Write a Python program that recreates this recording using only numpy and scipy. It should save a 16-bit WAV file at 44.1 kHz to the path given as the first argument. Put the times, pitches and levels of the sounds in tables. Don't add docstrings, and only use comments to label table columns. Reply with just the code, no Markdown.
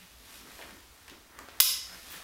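import sys
import numpy as np
from scipy import signal
from scipy.fft import rfft, irfft
from scipy.io import wavfile
from scipy.ndimage import uniform_filter1d, minimum_filter1d

SR = 44100
rng = np.random.default_rng(int(sys.argv[2]) if len(sys.argv) > 2 else 0)


def persist_wave(psi):
    counts = np.round(np.clip(psi, -1, 1) * 32767).astype(np.int16)
    wavfile.write(sys.argv[1], SR, np.atleast_2d(counts).T)


N = 98519

GRAINS_PER_S = 2500


def amp(db):
    return 10 ** (np.asarray(db) / 20)


def unit(x):
    return x / np.sqrt(np.mean(x ** 2) + 1e-20)


def read(points, hz):
    f, value = np.transpose(points)
    return np.interp(np.log(hz + 1), np.log(f + 1), value)


def add(mix, s, sound):
    part = mix[round(s * SR):][:len(sound)]
    part += sound[:len(part)]


def colour(x, points):
    hz = np.fft.rfftfreq(len(x), 1 / SR)
    return irfft(rfft(x) * amp(read(points, hz)), len(x))


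def causal(x, db_at, size=4096):
    hz = abs(np.fft.fftfreq(size, 1 / SR))
    log_gain = np.log(amp(db_at(hz)))
    impulse = np.fft.ifft(np.exp(np.conj(signal.hilbert(log_gain)))).real
    return signal.fftconvolve(x, impulse[:size // 2])[:len(x)]


def octaves(hz, centre):
    return np.log2(np.maximum(hz, 100) / centre)


def burst(decay_s, size=4096):
    pulse_share = 0.14
    chatter = rng.choice([-1., 1.], size) * np.exp(-np.arange(size) / SR / decay_s)
    chatter[0] = 0
    chatter /= np.linalg.norm(chatter)
    pulse = signal.unit_impulse(size)
    return np.sqrt(pulse_share) * pulse + np.sqrt(1 - pulse_share) * chatter


def snap():
    # start in seconds, level in dB relative to crack_db, brightness in dB per octave.
    impacts = [(1.602, 1, .5), (1.6041, -1.5, -1), (1.6061, -3, -2), (1.6081, -3, 3.5), (1.6098, -11.5, 1)]
    # frequency in Hz, width in Hz, lift in dB.
    resonances = [(980, 150, 4), (1400, 350, 6), (2020, 220, 4), (3200, 500, 4), (3800, 400, 5),
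                  (5180, 600, 7), (5450, 350, 6), (6320, 300, 5), (6850, 350, 5), (7500, 400, 4),
                  (10400, 400, 4), (12150, 500, 4), (14000, 400, 4), (14520, 400, 4)]
    # frequency in Hz, relative level in dB.
    crack_colour = [(60, -54), (200, -33), (400, -17.5), (800, -17), (1300, -10), (3000, -6), (6000, -2),
                    (9000, -1.5), (12000, 1), (15000, 3.5), (16200, -15)]
    crack_db, crack_decay_s = 14, 0.00096
    tilt_from_hz, tilt_pivot_hz = 960, 8300

    out = np.zeros(N)
    for s, db, tilt_db in impacts:
        def body(f):
            lift = 0
            for hz, width, lift_db in resonances:
                lift = lift + (amp(lift_db) - 1) / (1 + (2 * (f - hz) / width) ** 2)
            tilt = tilt_db * octaves(np.maximum(f, tilt_from_hz), tilt_pivot_hz)
            return read(crack_colour, f) + 20 * np.log10(1 + abs(lift)) + tilt
        crack = causal(burst(crack_decay_s), body)
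        add(out, s, amp(crack_db + db) * crack)
    return out


def taps():
    # start in seconds, level in dB (whole knock's energy), resonance in Hz, its width in Hz,
    # its strength in dB against the plain knock, treble rolloff in Hz.
    knocks = [(.591, -22, 640, 600, 14, 2500), (.614, -21.5, 2280, 1470, 24, 3970),
              (.708, -27, 900, 900, 0, 5000), (1.0801, -24.5, 2040, 1500, -4, 9000),
              (1.0839, -25, 1650, 500, 15, 5000), (1.0977, -23.5, 2730, 1200, 1, 8000),
              (1.3892, -17.5, 1216, 49.6, 25.5, 9000), (1.4865, -22, 2030, 1500, 4, 5000)]
    decay_s, low_hz = 0.0026, 349

    out = np.zeros(N)
    for s, db, hz, width, strength_db, dull_hz in knocks:
        def body(f):
            peak = 1 + amp(strength_db) / np.hypot(1, 2 * (f - hz) / width)
            treble = 1 / (1 + (f / dull_hz) ** 2)
            bass = (f + 1) / (f + low_hz)
            return 20 * np.log10(peak * treble * bass)
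        knock = causal(burst(decay_s), body)
        add(out, s, amp(db) * knock / np.linalg.norm(knock))
    return out


def scuffs():
    # start in seconds, rms level in dB before the fades, centre in Hz, decay constant in seconds.
    scrapes = [(0, -55, 2310, 0.042), (.592, -50, 606, 0.05), (.616, -45.5, 1940, .022),
               (1.085, -51.5, 1900, .015), (1.099, -51.5, 2860, 0.023), (1.395, -52.5, 644, 0.04),
               (1.489, -48.5, 3060, 0.018), (2.136, -47, 1570, 0.015)]
    width_octaves, rise_s = 0.93, 0.0044

    out, t = np.zeros(N), np.arange(SR // 4) / SR
    hz = np.fft.rfftfreq(len(t), 1 / SR)
    for s, db, centre_hz, decay_s in scrapes:
        slips = rng.standard_normal(len(t)) * (rng.random(len(t)) < GRAINS_PER_S / SR)
        band = np.exp(-(octaves(hz, centre_hz) / width_octaves) ** 2)
        scrape = unit(irfft(rfft(slips) * band, len(t)))
        envelope = np.minimum(t / rise_s, 1) * np.exp(-t / decay_s)
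        add(out, s, amp(db) * scrape * envelope)
    return out


def squeaks():
    # start in seconds, pitch in Hz, rms level in dB before the fades, decay constant in seconds.
    whistles = [(2.102, 12000, -53, .03), (2.118, 14650, -39, .006)]
    width_hz, rise_s = 250, .001

    out, t = np.zeros(N), np.arange(SR // 5) / SR
    radius = np.exp(-np.pi * width_hz / SR)
    for s, hz, db, decay_s in whistles:
        resonator = [1, -2 * radius * np.cos(2 * np.pi * hz / SR), radius ** 2]
        tone = unit(signal.lfilter([1], resonator, rng.standard_normal(len(t))))
        envelope = np.minimum(t / rise_s, 1) * np.exp(-t / decay_s)
        add(out, s, amp(db) * tone * envelope)
    return out


def rustle(levels, spectrum):
    slip_share, spread_db = 0.71, 4
    struck = rng.random(N) < GRAINS_PER_S / SR
    strength = amp(spread_db * np.minimum(rng.exponential(1, N), 5))
    slips = unit(struck * rng.choice([-1., 1.], N) * strength)
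    hiss = rng.standard_normal(N)
    drive = np.sqrt(slip_share) * slips + np.sqrt(1 - slip_share) * hiss
    level_db = np.interp(np.arange(N) / SR, *np.transpose(levels))
    return unit(colour(drive, spectrum)) * amp(level_db)


def webbing_slide():
    # time in seconds, level in dB before the fabric mix.
    slide_levels = [(0, -56.5), (.1, -61.5), (.24, -57.5), (.34, -50.5), (.44, -57), (.56, -52.5),
                    (.68, -57.5), (.85, -64), (1.05, -63), (1.12, -66), (1.25, -86), (1.55, -60),
                    (1.9, -51.5), (2.0, -53.5), (2.08, -48.5), (2.17, -47), (2.23, -64)]
    # frequency in Hz, relative level in dB.
    slide_colour = [(200, -2), (900, -17.5), (1800, 0), (4200, -0.5), (6500, -5), (9000, -5), (13000, -4),
                    (16000, -16.5)]
    return rustle(slide_levels, slide_colour)


def clothes_rub():
    # time in seconds, level in dB before the fabric mix.
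    rub_levels = [(0, -63), (.12, -65.5), (.3, -56.5), (.56, -56), (.64, -51.5), (.74, -55), (.86, -65.5),
                  (1.05, -61), (1.12, -56.5), (1.24, -65), (1.36, -53.5), (1.41, -50), (1.47, -56),
                  (1.59, -54), (1.8, -62.5), (1.93, -47), (2.02, -62), (2.16, -47.5), (2.23, -52)]
    # frequency in Hz, relative level in dB.
    rub_colour = [(100, -25), (300, -12.5), (600, -7), (1300, -1.5), (1900, -3.5), (2800, -13.5),
                  (5000, -29.5), (15000, -28)]
    return rustle(rub_levels, rub_colour)


def pack_shift():
    # time in seconds, level in dB before the fabric mix.
    shift_levels = [(0, -79), (.1, -75), (.3, -65), (.47, -56), (.56, -61.5), (.62, -55.5), (.76, -57.5),
                    (.87, -85), (1.07, -81), (1.12, -50.5), (1.24, -82), (1.36, -65), (1.41, -55.5),
                    (1.52, -64), (1.84, -79), (1.93, -63), (2.03, -68), (2.14, -61), (2.23, -75)]
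    # frequency in Hz, relative level in dB.
    shift_colour = [(60, -50), (150, -8), (260, 2.5), (420, -2.5), (700, -13), (1500, -62), (8000, -72)]
    return rustle(shift_levels, shift_colour)


def bumps():
    # start in seconds, pitch in Hz, peak level in dB, length in seconds.
    booms = [(.005, 182, -55.5, 0.06), (.69, 195, -56.5, 0.06), (1.885, 181, -57.5, .11),
             (2.155, 171, -56.5, 0.039)]
    out = np.zeros(N)
    for s, hz, db, length in booms:
        t = np.arange(0, length, 1 / SR)
        swell = np.sin(np.pi * t / length)
        tone = np.sin(2 * np.pi * (hz * t + rng.random()))
        add(out, s, amp(db) * swell * tone)
    return out


def room(x):
    # frequency in Hz, time in seconds.
    decay_times = [(150, 0.66), (600, 0.44), (1500, 0.58), (3500, 0.48), (5400, 0.59), (8000, 0.46),
                   (11000, 0.39), (15000, 0.25)]
    # frequency in Hz, relative level in dB.
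    tail_colour = [(100, -8.5), (700, 0), (1500, -4.5), (3200, 4.5), (5400, 4.5), (9000, 2.5), (12000, 3.5),
                   (15000, 5)]
    delay_s, build_s = 0.0034, 0.0076

    hz, t, z = signal.stft(rng.standard_normal(SR), SR, nperseg=256)
    fall_db = 60 * t / read(decay_times, hz)[:, None]
    z = z * amp(read(tail_colour, hz)[:, None] - fall_db)
    tail = signal.istft(z, SR, nperseg=256)[1]
    tail = tail * np.clip((np.arange(len(tail)) / SR - delay_s) / build_s, 0, 1)
    return signal.fftconvolve(x, tail / np.linalg.norm(tail))[:N]


def floor():
    # frequency in Hz, relative level in dB.
    floor_colour = [(20, 0), (33, 2), (56, 15), (80, 9.5), (120, 0), (250, -2), (600, -4.5), (1800, -9),
                    (4000, -7), (9000, -11.5), (16000, -13)]
    floor_db = -57.5
    return amp(floor_db) * unit(colour(rng.standard_normal(N), floor_colour))


def scene():
    click, knocks, squeak = snap(), taps() + scuffs(), squeaks()
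    fabric = (webbing_slide() + clothes_rub() + pack_shift()) / np.sqrt(2)
    sent = amp(-3.5) * click + amp(-4.5) * knocks + amp(-4) * squeak + amp(0.5) * fabric
    direct = click + knocks + squeak + fabric + bumps()
    return (direct + room(sent) + floor())[None]


def record(dry):
    limit_db, slope, hold_s = -14.5, 0.63, 0.032
    over_fall = 147
    edge_hz = 15950

    power_db = 10 * np.log10(abs(uniform_filter1d(dry[0] ** 2, size=64)) + 1e-12)
    over_db = np.maximum(power_db - limit_db, 0)
    hold = 2 * int(hold_s * SR / 2) + 1
    held = -minimum_filter1d(-over_db, hold, origin=hold // 2)
    fall = np.arange(N) * over_fall / SR
    remembered = np.maximum.accumulate(held + fall) - fall
    duck_db = slope * uniform_filter1d(remembered, size=64)
    out = np.clip(dry * amp(-duck_db), -1, 1)
    lowpass = signal.firwin(255, edge_hz, window=("kaiser", 8), fs=SR)
    return signal.oaconvolve(out, lowpass[None], "same")


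dry = scene()
out = record(dry)
persist_wave(out)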